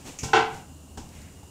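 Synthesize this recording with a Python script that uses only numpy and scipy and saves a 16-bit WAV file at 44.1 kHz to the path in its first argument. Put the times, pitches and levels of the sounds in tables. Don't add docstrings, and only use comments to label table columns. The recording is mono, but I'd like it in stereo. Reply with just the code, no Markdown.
import sys
import numpy as np
from scipy import signal
from scipy.fft import rfft, irfft
from scipy.io import wavfile

SR = 44100
rng = np.random.default_rng(int(sys.argv[2]) if len(sys.argv) > 2 else 0)


def master_out(mix):
    frames = np.transpose(np.atleast_2d(mix))
    ceiling = np.clip(frames, -1, 1)
    pcm = np.round(ceiling * 32767).astype(np.int16)
    wavfile.write(sys.argv[1], SR, pcm)


N = 66150
T = np.arange(N) / SR
HZ = np.maximum(np.arange(N // 2 + 1) * SR / N, 1)
ALIKE_BELOW_HZ = 596


def knock():
    # t/s, ring level/dB, clatter level/dB
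    contacts = [(.2345, -18, -47), (.283, -25.5, -33), (0.332, 2, 2.5), (.3495, -10.5, -2),
                (.3645, -7, -2.5), (0.976, -32.5, -46)]
    # f/Hz, level/dB, t60/s, left-right/dB
    modes = [(256, -38, 0.52, 0.5), (336.5, -31, .33, 7), (362.4, -30.5, 0.32, 0.5), (443.4, -21, 0.35, 2),
             (732, -29.5, 0.43, 13.5), (790, -22.5, 0.4, -1), (832, -25.5, 0.49, 1), (854, -25, 0.18, -8),
             (876, -28, 0.23, 0), (930.6, -23.5, 0.36, -6.5), (1039, -29, 0.26, -2), (1029, -25, 0.28, 9.5),
             (1105, -35.5, 0.26, 6), (1356, -27, 0.27, 7), (1433, -22.5, 0.21, 0), (1510, -15, 0.074, 14),
             (1573, -35, 0.22, -21), (1873, -38, 0.21, 20), (2270, -32.5, 0.36, -6.5),
             (2653, -26.5, .25, 10), (2744, -35.5, .27, 9), (2896, -36, .22, 2), (3414, -41, 0.33, -19),
             (4200, -43, 0.25, -3), (5730, -30.5, 0.077, -5)]
    # f/Hz, level/dB
    clatter_colour = [(40, -35), (130, -7.5), (230, -33), (390, 2), (540, -15), (640, -12), (760, 1),
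                      (980, -2.5), (1180, -7.5), (1530, 0.5), (1790, -15.5), (2020, -6), (2330, -11),
                      (2540, -10.5), (2720, -8), (3400, -13.5), (4500, -18), (6800, -22), (9500, -42),
                      (15000, -76)]
    phase_leads = 0.55 * rng.standard_normal(len(modes))
    start_turns = rng.random(len(modes))
    out = 0
    for (hz, db, t60, pan_db), lead, turn in zip(modes, phase_leads, start_turns):
        rise_s = 0.00088 + 1.6 / hz
        swell = sum(undb(ring_db) * fall(start, rise_s, t60) for start, ring_db, _ in contacts)
        mic_phase = np.array([[lead], [-lead]]) * min(hz / ALIKE_BELOW_HZ, 2)
        tone = np.sin(2 * np.pi * (hz * T + turn) + mic_phase)
        out += undb(db) * pan(pan_db) * swell * tone
    for start, _, clatter_db in contacts:
        out += undb(clatter_db - 18.5) * room_burst(clatter_colour, start, rise_s=0.00093)
    return out


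def paws():
    # t/s, thump level/dB, slap level/dB, brush level/dB, brush left-right/dB
    blows = [(0.2312, -22.5, -53, -29, 2.5), (0.9731, -58.5, -41.5, -41, 3.5), (1.429, -62, -57, -61, -10)]
    # f/Hz, level/dB, t60/s
    cabinet_modes = [(75, 0, 0.15), (113, 8.5, 0.085), (142, -2.5, .17), (1516, -10.5, 0.12)]
    # f/Hz, level/dB
    slap_colour = [(60, 5), (160, -10), (270, 0), (420, -0.5), (580, -11), (850, 3), (1300, -15.5),
                   (1650, -13), (2300, -26), (3500, -17), (15000, -40.5)]
    # f/Hz, level/dB
    brush_colour = [(300, 7), (1500, -13.5), (2800, -0.5), (4200, -4), (5800, 5.5), (7800, 1),
                    (10000, -15.5), (15000, -23)]
    rise_s, contact_s = 0.0032, 0.0053
    out = 0
    for start, thump_db, slap_db, brush_db, pan_db in blows:
        thump = sum(undb(db) * ring(start, hz, t60, rise_s=0.012) for hz, db, t60 in cabinet_modes)
        slap = room_burst(slap_colour, start, rise_s, direct_gain=undb(12.5), contact_s=contact_s)
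        brush = room_burst(brush_colour, start, rise_s, direct_gain=undb(-0.5), contact_s=contact_s)
        out += undb(thump_db) * thump + undb(slap_db) * slap + undb(brush_db) * pan(pan_db) * brush
    return out


def claws():
    # t/s, level/dB
    ticks = [(0.1882, -32.5), (0.2309, -40.5)]
    # f/Hz, level/dB
    snap_colour = [(300, -13), (1500, -19), (2400, -2), (3600, -17), (5000, -9), (6600, 4), (8500, -15.5),
                   (15000, -27)]
    # f/Hz, level/dB, t60/s
    modes = [(2380, -21, 0.11), (5670, -8, .1), (6400, -15, .2), (6780, -10, 0.4), (6800, -8, 0.41)]
    snap_s = 0.0013
    out = 0
    for start, tick_db in ticks:
        snap = room_burst(snap_colour, start, snap_s / 10, direct_gain=1, contact_s=snap_s)
        ping = 0
        for hz, db, t60 in modes:
            mic_phase = 2 * np.pi * rng.random((2, 1))
            ping += undb(db) * ring(start, hz, t60, snap_s, mic_phase)
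        out += undb(tick_db) * pan(1.5) * (snap + ping)
    return out


def steps():
    # t/s, level/dB
    footfalls = [(0.907, -36.5), (1.007, -37), (1.06, -41), (1.147, -34), (1.203, -38), (1.36, -46),
                 (1.433, -37)]
    return sum(undb(db) * ring(start, hz=77.7, t60=0.28, rise_s=0.0089) for start, db in footfalls)


def clicks():
    # t/s, level/dB
    events = [(.313, -49), (0.545, -38), (.8985, -62), (1.089, -41.5), (1.152, -48), (1.2163, -40.5)]
    # f/Hz, level/dB
    colour = [(500, -19), (2500, -8), (4200, 11), (7000, 7), (11000, -1), (15000, -5)]
    rise_s = 0.0009
    envelope = 0
    for start, db in events:
        direct = fall(start, rise_s, t60=0.018)
        room_tail = undb(-29) * fall(start, rise_s, t60=0.2)
        envelope += undb(db) * (direct + room_tail)
    return envelope * noise(undb(curve(colour)))


def shifting():
    # middle t/s, half length/s, fur level/dB, rumble level/dB
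    moves = [(0.008, 0.025, -49.5, -70), (0.077, 0.025, -42.5, -48.5), (0.115, 0.063, -44.5, -55),
             (.3, 0.11, -51, -48), (0.562, 0.066, -46.5, -43.5), (1.054, 0.03, -65, -48.5),
             (1.16, 0.066, -52.5, -63), (1.272, 0.12, -57, -57)]
    # f/Hz, level/dB
    fur_colour = [(100, -8), (280, -1), (800, -4.5), (1500, -12.5), (2500, -7.5), (4000, -12), (7300, -9),
                  (10000, -20), (15000, -27)]
    # f/Hz, level/dB
    rumble_colour = [(22, -0.5), (48, -8), (78, -1), (115, -6.5), (160, 5.5), (300, -41), (900, -45)]
    fur = noise(undb(curve(fur_colour)))
    rumble = noise(undb(curve(rumble_colour)))
    return sum(hump(middle_s, half_s) * (undb(fur_db) * fur + undb(rumble_db) * rumble)
               for middle_s, half_s, fur_db, rumble_db in moves)


def paw_slide():
    return undb(-57.5) * hump(middle_s=1.24, half_s=0.15) * noise_band(hz=2110, width_hz=1000)


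def ventilation():
    # f/Hz, width/Hz, level/dB
    bands = [(79, 5.9, -55.5), (267.6, 34, -61.5), (2840, 280, -63.5), (7060, 270, -63.5), (8000, 45, -74)]
    # f/Hz, level/dB
    air_colour = [(25, -19), (48, -9), (75, -2.5), (164, -4.5), (267, -6), (340, -12), (400, -15),
                  (800, -18), (1270, -22.5), (2100, -32.5), (2850, -29), (3600, -28.5), (5280, -27),
                  (7100, -24), (9000, -26.5), (11500, -33), (15500, -33.5)]
    hum = sum(undb(db) * noise_band(hz, width_hz) for hz, width_hz, db in bands)
    hiss = undb(-48) * noise(undb(curve(air_colour)))
    return hiss + hum


def room_burst(colour, start, rise_s, direct_gain=0, contact_s=1):
    # f/Hz, t60/s
    room_t60 = [(100, 0.55), (400, 0.37), (900, 0.51), (2000, 0.4), (4000, 0.41), (7000, 0.29),
                (14000, 0.45)]
    source = noise(undb(curve(colour)))
    spectrum = rfft(source)
    octaves_hz = np.geomspace(100, 12800, 8)
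    out = direct_gain * source * fall(start, rise_s / 2, t60=contact_s * np.log(1000))
    for hz, selector in zip(octaves_hz, np.eye(len(octaves_hz))):
        band_gain = np.interp(np.log(HZ), np.log(octaves_hz), selector)
        out += irfft(spectrum * band_gain, N) * fall(start, rise_s, curve(room_t60, hz))
    return out


def noise(gain):
    # f/Hz, left-right/dB
    port_balance = [(100, 2), (400, 2), (800, 0), (1400, 3), (2400, -1.5), (4400, 0), (8000, -10),
                    (15000, -4)]
    mid, side = np.exp(2j * np.pi * rng.random((2, len(HZ))))
    alike = 1 / (1 + (HZ / ALIKE_BELOW_HZ) ** 2)
    left_right = np.sqrt(1 + alike) * mid + np.sqrt(1 - alike) * side * np.array([[1], [-1]])
    x = irfft(left_right * gain * pan(curve(port_balance)), N)
    return x / np.sqrt(np.mean(x ** 2))


def noise_band(hz, width_hz):
    return noise(1 / (1 + (2 * (HZ - hz) / width_hz) ** 2))


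def ring(start, hz, t60, rise_s, phase=0):
    return np.sin(2 * np.pi * hz * (T - start) + phase) * fall(start, rise_s, t60)


def fall(start, rise_s, t60):
    age = np.maximum(T - start, 0)
    return (1 - np.exp(-age / rise_s)) * np.exp(-np.log(1000) * age / t60)


def hump(middle_s, half_s):
    return np.exp(-((T - middle_s) / half_s) ** 2)


def curve(points, hz=HZ):
    points_hz, values = np.array(points, float).T
    return np.interp(np.log(hz), np.log(points_hz), values)


def pan(db):
    return undb(np.array([[.5], [-.5]]) * db)


def undb(db):
    return 10 ** (np.asarray(db) / 20)


def scene():
    return knock() + claws() + clicks() + paws() + steps() + shifting() + paw_slide() + ventilation()


def record(dry):
    top_hz = 15550
    lowpass = signal.ellip(10, .2, 80, top_hz, fs=SR, output="sos")
    return signal.sosfilt(lowpass, dry)


dry = scene()
out = record(dry)
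master_out(out)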